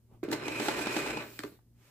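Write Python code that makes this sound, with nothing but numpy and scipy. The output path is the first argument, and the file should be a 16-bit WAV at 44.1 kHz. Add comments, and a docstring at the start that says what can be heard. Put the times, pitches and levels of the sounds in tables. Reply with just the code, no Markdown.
"""Vacuum cleaner cord, pulled out.

One long draw, close by, in a quiet carpeted room with a low hum. The plug rattles free.
Stick-slip friction of the reel drives its plastic housing, its drum and a spring ringing near 2.4 kHz.
The reel knocks once a turn, slows and latches with two clacks; the hollow housing thumps.
The sliding cord hisses, whistles faintly and slaps the carpet softly twice."""
import sys
import numpy as np
from scipy import signal
from scipy.fft import rfft, irfft, next_fast_len
from scipy.io import wavfile
from scipy.ndimage import map_coordinates

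SR = 44100
rng = np.random.default_rng(int(sys.argv[2]) if len(sys.argv) > 2 else 0)


def master(y):
    """Save y as 16-bit WAV."""
    cut = np.clip(np.atleast_2d(y).T, -1, 1)
    pcm = np.round(cut * 32767)  # scale
    wavfile.write(sys.argv[1], SR, pcm.astype(np.int16))


N = 83790

# hum partials: f/Hz, level/dB
HUM_PARTIALS = [(58.4, -74.5), (116.8, -62), (175, -77), (233.5, -74)]
# slow swell of the hum: t/s, gain/dB
HUM_SWELL = [(0, -7), (.11, -0.5), (.5, 8.5), (1.1, -3.5), (1.45, 3), (1.6, -8.5), (1.78, 2), (1.9, -15)]
# room air: f/Hz, level/dB
AIR_SPECTRUM = [(20, -13), (50, 3), (100, 2), (170, -6.5), (300, -6.5), (500, -18.5), (1200, -31),
                (4000, -36.5), (15000, -33.5)]

# soft rubs, in order plug, hand, carpet: t/s, half length/s, level/dB
RUBS = [(0.141, 0.026, -59.5), (1.37, 0.11, -62.5), (1.872, 0.058, -66.5)]
# fingers on the plug: f/Hz, level/dB
PLUG_RUB_SPECTRUM = [(150, 3), (350, 7), (520, -3.5), (750, -2.5), (1200, -11.5), (1700, -23), (3000, -21),
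                     (4200, -35.5), (15000, -32)]
# cord through the hand: f/Hz, level/dB
HAND_RUB_SPECTRUM = [(2000, -27), (6000, -18), (10000, -4), (13000, 2), (15000, 1.5)]
# slack cord on the carpet: f/Hz, level/dB
CARPET_RUB_SPECTRUM = [(150, -2.5), (400, 3), (800, -1.5), (2200, -0.5), (4500, -10), (7500, -8.5),
                       (9000, -12), (15000, -10.5)]
# cord whistles: start t/s, end t/s, start f/Hz, middle f/Hz, end f/Hz
WHISTLE_GLIDES = [(1.16, 1.42, 14400, 15050, 14800), (1.25, 1.41, 13600, 14500, 14000),
                  (1.41, 1.52, 15000, 14900, 13900), (1.43, 1.53, 12700, 11900, 10700),
                  (1.5, 1.595, 15000, 13600, 10600), (1.48, 1.58, 4400, 4150, 3500)]
# one per whistle: level/dB
WHISTLE_LEVELS_DB = [-63, -62, -72, -68.5, -75.5, -75]

# dull thumps (blows on the housing, then two soft slaps of cord on carpet): t/s, level/dB, favoured f/Hz
THUMPS = [(.2308, -24.5, 351), (.2336, -30.5, 353), (0.2365, -29.5, 350), (.283, -23.5, 286),
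          (0.3044, -24, 285), (.336, -25, 330), (0.608, -25.5, 320), (.688, -32.5, 360), (0.804, -29, 290),
          (.972, -25, 329), (1.393, -34, 281), (1.4411, -29, 393), (1.4482, -31.5, 293), (1.498, -39, 220),
          (1.52, -35, 220)]
# housing modes, used for all thumps: f/Hz, level/dB, T60/s
THUMP_MODES = [(216, -12, 0.044), (294.5, 1, .09), (311, -10, 0.15), (349, -3.5, 0.073), (411, -2.5, 0.085),
               (447, -5.5, .08), (612, -15, 0.11), (770, -19, .05), (1160, -12.5, 0.078),
               (1338, -9.5, 0.046)]
# plug and latch clicks: t/s, level/dB, hold/s, tilt/(dB/oct), low edge f/Hz
CLICKS = [(0.2302, -45.5, 0.0052, -6, 1000), (0.237, -45.5, 0.00076, 6.5, 890),
          (0.2876, -45.5, 0.00092, -1.5, 500), (0.3143, -38, 0.0044, 2, 600), (0.328, -35, 0.0061, 1, 700),
          (1.3906, -33.5, 0.001, -1, 1454), (1.403, -44, 0.0018, -4, 806),
          (1.4352, -37.5, 0.0032, -2.5, 750), (1.448, -46, 0.0023, -5.5, 798),
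          (1.589, -68, .003, -13.5, 1090)]
# hard plastic click: f/Hz, level/dB
CLICK_SPECTRUM = [(200, -3.5), (700, 2), (1000, -0.5), (1300, 3), (1600, 1), (1950, 1), (2800, -8.5),
                  (4000, -4.5), (5500, -14.5), (7500, -11), (10000, -20), (15000, -16.5)]
# one reel knock per turn: t/s, level/dB, hold/s, tilt/(dB/oct)
TURN_KNOCKS = [(0.324, -36.5, 0.012, 0), (.481, -31, 0.0032, -0.5), (0.598, -32, 0.0048, -0.5),
               (0.6835, -26.5, 0.0047, -1.5), (0.789, -34, 0.005, 0.5), (0.87, -30.5, 0.003, -1.5),
               (0.964, -31, 0.0073, -.5), (1.061, -37.5, 0.005, -0.5), (1.1706, -35.5, 0.0053, -1.5)]
# reel knock: f/Hz, level/dB
KNOCK_SPECTRUM = [(100, -9.5), (300, 13), (480, 2.5), (900, 9.5), (1500, -1), (2600, 2.5), (4200, -6),
                  (8000, -12), (15000, -22.5)]

# course of the pull: t/s, housing rumble/dB, rasp/dB, spring ring/dB, cord hiss/dB
PULL_LEVELS = [(0.233, -77, -85, -59, -79), (.242, -38.5, -51.5, -58, -64.5), (.275, -50, -59.5, -78, -85),
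               (.308, -43, -54.5, -73, -63), (0.333, -35, -44.5, -78, -52), (.385, -44, -50, -76, -64.5),
               (.415, -45, -46.5, -57, -67), (.45, -40, -45.5, -48, -56), (.57, -41, -44.5, -40.5, -51.5),
               (.66, -37.5, -41, -48.5, -43.5), (.75, -39, -42, -44.5, -52),
               (.82, -38.5, -41, -43.5, -44.5), (.85, -42.5, -45.5, -50.5, -53),
               (.885, -39, -39, -39.5, -51.5), (.93, -38.5, -43, -44.5, -46.5),
               (1.1, -39.5, -42, -42, -50.5), (1.17, -40.5, -49.5, -44.5, -57.5),
               (1.23, -47, -46.5, -46, -61), (1.26, -47.5, -54.5, -62, -63.5),
               (1.299, -56.5, -60.5, -64, -64.5), (1.375, -65.5, -69.5, -66.5, -64),
               (1.46, -53, -61.5, -66, -66), (1.521, -62, -70, -95, -73), (1.62, -82.5, -88.5, -110, -91)]
# housing rumble: f/Hz, level/dB
RUMBLE_SPECTRUM = [(30, -47.5), (58, -18.5), (95, -20.5), (143, -1.5), (195, -17.5), (262, 0.5), (350, 0.5),
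                   (430, -1), (520, -6.5), (640, -8.5), (760, -25.5), (2000, -61)]
# reel rasp: f/Hz, level/dB
RASP_SPECTRUM = [(200, -29), (550, -5), (900, 2.5), (1200, 2), (2000, 1), (2900, -3.5), (3350, -13.5),
                 (4150, -6.5), (4700, -27.5), (8000, -27), (15000, -45)]
# cord in its slot: f/Hz, level/dB
HISS_SPECTRUM = [(1000, -23), (3000, 3), (5200, -1), (6300, -2.5), (7900, 3.5), (8700, -6), (9800, -5),
                 (12500, -7.5), (15000, -9)]
# spring resonances: f/Hz, bandwidth/Hz, level/dB
SPRING_MODES = [(2392, 66, -1.5), (2473.5, 46, 4), (2580, 52, -13)]
# drum resonances: f/Hz, bandwidth/Hz, level/dB
DRUM_MODES = [(661, 7.4, -2), (888, 25, -4.5), (903, 83, -2), (936, 10, 3.5), (1050, 12, -7.5),
              (1416, 18, -3), (1513, 100, 8), (1920, 53, -7), (3090, 48, -16.5), (3840, 80, -18.5),
              (4120, 79, -22.5), (5110, 89, -4), (6700, 43, -15.5), (7850, 30, -16.5)]

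# stereo width of noise: f/Hz, side over mid/dB
SIDE_SPECTRUM = [(60, -4), (180, -39), (380, -9.5), (700, -11), (1300, -2.5), (2400, -6), (4400, 2.5),
                 (15000, -3.5)]
# stereo balance: f/Hz, left over right/dB
BALANCE = [(60, -2.5), (200, 4), (380, -3), (700, 2), (1300, 0), (2400, -3.5), (4400, -1), (8000, -1.5),
           (15000, -1)]
# lead of the left channel: f/Hz, phase/rad
PHASE_LEAD = [(60, .03), (350, 0.23), (900, 0.64), (2400, 0.92), (3500, 0.11)]


def undb(db):
    """Decibels to gain."""
    return 10 ** (np.asarray(db) / 20)


def unit(x):
    """Stereo pair scaled to mid rms 1."""
    return x / (np.std(x.mean(axis=0)) + 1e-12)


def colour(x, spectrum):
    """Minimum-phase filter through (f/Hz, level/dB) points."""
    count = x.shape[-1]
    size = 2 * next_fast_len(count // 2 + 4096)
    hz, db = np.array(spectrum).T
    bins_hz = np.maximum(np.fft.rfftfreq(size, 1 / SR), 1)
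    gain = undb(np.interp(np.log(bins_hz), np.log(hz), db))
    cepstrum = irfft(np.log(gain))
    cepstrum[1:size // 2] *= 2
    cepstrum[size // 2 + 1:] = 0
    return irfft(rfft(x, size) * np.exp(rfft(cepstrum)))[..., :count]


def tilted(spectrum, db_per_oct):
    """Spectrum with an added slope."""
    return [(hz, db + db_per_oct * np.log2(hz)) for hz, db in spectrum]


def resonate(x, modes):
    """Parallel band-pass resonances."""
    return sum(undb(db) * signal.lfilter(*signal.iirpeak(hz, hz / width_hz, fs=SR), x)
               for hz, width_hz, db in modes)


def noise(count=N):
    """Stereo noise: white mid, shaped side, widest in the treble."""
    mid, side = rng.standard_normal((2, count))
    side = colour(side, SIDE_SPECTRUM)
    return np.array([mid + side, mid - side])


def waver(rate_hz):
    """Smooth random curve, standard deviation 1."""
    knots = rng.standard_normal(N // 8)
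    curve = map_coordinates(knots, [np.arange(N) * rate_hz / SR], order=3, mode="mirror")
    return curve / curve.std()


def swell(t, peak_s, half_s, db):
    """Gaussian rise and fall."""
    return undb(db) * np.exp(-0.5 * ((t - peak_s) / half_s) ** 2)


def background(t, waver_db=0.7, air_db=-67.5):
    """Low wavering hum and still room air."""
    hum = 0
    for hz, db in HUM_PARTIALS:
        amplitude = np.sqrt(2) * undb(db + waver_db * waver(rate_hz=7.7))
        hum += amplitude * np.sin(2 * np.pi * (hz * t + rng.random()))
    air = undb(air_db) * unit(colour(noise(), AIR_SPECTRUM))
    return hum * undb(np.interp(t, *np.array(HUM_SWELL).T)) + air


def room(x, t, t60_s=0.18, gap_s=0.004, wet_db=-7.5):
    """Direct sound plus the short tail of a carpeted room."""
    tail = noise() * (t > gap_s) * np.exp(-np.log(1000) * t / t60_s)
    tail /= np.sqrt(np.sum(tail ** 2) / 2)
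    return x + undb(wet_db) * signal.fftconvolve(x, tail, axes=1)[:, :N]


def soft_rubs(t):
    """Fingers rub the plug; the cord brushes hand, then carpet."""
    spectra = PLUG_RUB_SPECTRUM, HAND_RUB_SPECTRUM, CARPET_RUB_SPECTRUM
    return sum(swell(t, *rub) * unit(colour(noise(), spectrum)) for rub, spectrum in zip(RUBS, spectra))


def body_boom(t, hz=58, width_hz=12):
    """The body booms softly as it is tugged along."""
    mode = [(hz, width_hz, 0)]
    boom = unit(resonate(resonate(noise(), mode), mode))
    return swell(t, peak_s=1.08, half_s=0.072, db=-57.5) * boom


def cord_whistles(t, width_hz=850, waver_hz=130):
    """Narrow noise bands from the sliding cord, sinking as it slows."""
    out = 0
    for (start_s, end_s, *glide_hz), db in zip(WHISTLE_GLIDES, WHISTLE_LEVELS_DB):
        progress = np.clip((t - start_s) / (end_s - start_s), 0, 1)
        parabola = np.polyfit([0, 0.5, 1], glide_hz, 2)
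        hz = np.polyval(parabola, progress) + waver_hz * waver(rate_hz=20)
        phase = 2 * np.pi * np.cumsum(hz) / SR
        pair = [waver(width_hz) * np.cos(phase) + waver(width_hz) * np.sin(phase) for _ in range(2)]
        envelope = np.sqrt(np.abs(np.sin(np.pi * progress)))
        out += undb(db) * envelope * np.array(pair)
    return out


def dull_thumps(t, width_oct=0.25, base_share=0.17, low_cut_hz=200, pan_db=0.8):
    """Blows on the hollow housing, then two soft slaps of cord on carpet; each favours some modes."""
    out = np.zeros(N)
    for start_s, db, favoured_hz in THUMPS:
        age_s = np.maximum(t - start_s, 0)
        for hz, mode_db, t60_s in THUMP_MODES:
            share = base_share + np.exp(-(np.log2(hz / favoured_hz) / width_oct) ** 2)
            ring = np.sin(2 * np.pi * hz * age_s) * np.exp(-np.log(1000) * age_s / t60_s)
            out += 0.5 * share * undb(db + mode_db) * ring
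    # a small housing radiates little bass
    low_cut = signal.butter(4, low_cut_hz, "high", fs=SR, output="sos")
    return signal.sosfilt(low_cut, out) * undb([[-pan_db], [pan_db]])


def plastic_impact(start_s, db, hold_s, decay_s, spectrum):
    """Plastic chatters on plastic briefly, then dies away."""
    count = SR // 8
    envelope = np.exp(-np.maximum(np.arange(count) / SR - hold_s, 0) / decay_s)
    chatter = noise(count)
    steady_rms = np.std(colour(chatter.mean(axis=0), spectrum))
    burst = undb(db) * colour(chatter * envelope, spectrum) / steady_rms
    return np.pad(burst, ((0, 0), (int(start_s * SR), N)))[:, :N]


def plug_and_latch(decay_s=0.0017):
    """Hard clicks: the plug rattles free, the latch catches."""
    out = 0
    for start_s, db, hold_s, tilt, edge_hz in CLICKS:
        spectrum = [(hz, level_db - 10 * np.log10(1 + (edge_hz / hz) ** 8))  # 4th-order low cut
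                    for hz, level_db in tilted(CLICK_SPECTRUM, tilt)]
        out += plastic_impact(start_s, db, hold_s, decay_s, spectrum)
    return out


def reel_knocks(decay_s=0.0034, drum_db=-7.5):
    """The reel knocks once a turn and rings its drum."""
    knocks = sum(plastic_impact(start_s, db, hold_s, decay_s, tilted(KNOCK_SPECTRUM, tilt))
                 for start_s, db, hold_s, tilt in TURN_KNOCKS)
    return knocks + undb(drum_db) * resonate(knocks, DRUM_MODES)


def friction(slips_per_s=1100, spread_db=3, grain_s=0.00092, grain_share=0.43, judder_db=1.18):
    """Envelope of stick-slip grains over a smooth rub, juddering as the reel wobbles."""
    slips = rng.random(N) < slips_per_s / SR
    strength = undb(spread_db * np.minimum(rng.exponential(size=N), 4))
    power = signal.lfilter([1], [1, -np.exp(-1 / (grain_s * SR))], slips * strength ** 2)
    judder = undb(judder_db * waver(rate_hz=73))
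    return np.sqrt(grain_share * power / power.mean() + 1 - grain_share) * judder


def reel_running(t, drum_db=-7.5, spring_hz=2474, spring_width_hz=600, spring_waver_db=2):
    """Reel friction drives housing, drum and spring; the cord rubs through its slot."""
    times_s, *levels_db = np.array(PULL_LEVELS).T
    gains = [undb(np.interp(t, times_s, db, left=-120, right=-120)) for db in levels_db]
    grains = friction()
    scrape = noise() * grains
    rumble = unit(colour(scrape, RUMBLE_SPECTRUM))
    drum = unit(resonate(noise() * grains, DRUM_MODES))
    rasp = unit(colour(scrape, RASP_SPECTRUM)) + undb(drum_db) * drum
    spring = resonate(noise() * grains, SPRING_MODES)
    spring = unit(resonate(spring, [(spring_hz, spring_width_hz, 0)]))  # trims the skirts
    spring *= undb(spring_waver_db * waver(rate_hz=35))
    hiss = unit(colour(noise() * grains, HISS_SPECTRUM))
    return sum(gain * layer for gain, layer in zip(gains, (rumble, rasp, spring, hiss)))


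def scene():
    """The pull in the room, over the background."""
    t = np.arange(N) / SR
    pull = reel_running(t) + reel_knocks() + plug_and_latch() + dull_thumps(t)
    handling = cord_whistles(t) + soft_rubs(t) + body_boom(t)
    return room(pull + handling, t) + background(t)


def record(dry, top_hz=15450):
    """Small level and phase offsets between the channels; steep top cut."""
    octaves = np.log2(np.maximum(np.fft.rfftfreq(2 * N, 1 / SR), 1))
    balance_db, lead_rad = (np.interp(octaves, np.log2(hz), values)
                            for hz, values in (np.array(BALANCE).T, np.array(PHASE_LEAD).T))
    side = np.array([[0.5], [-0.5]])
    response = undb(side * balance_db) * np.exp(1j * side * lead_rad)
    pair = irfft(rfft(dry, 2 * N) * response)[:, :N]
    return signal.sosfilt(signal.ellip(10, 0.2, 70, top_hz, fs=SR, output="sos"), pair)


dry = scene()
out = record(dry)
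master(out)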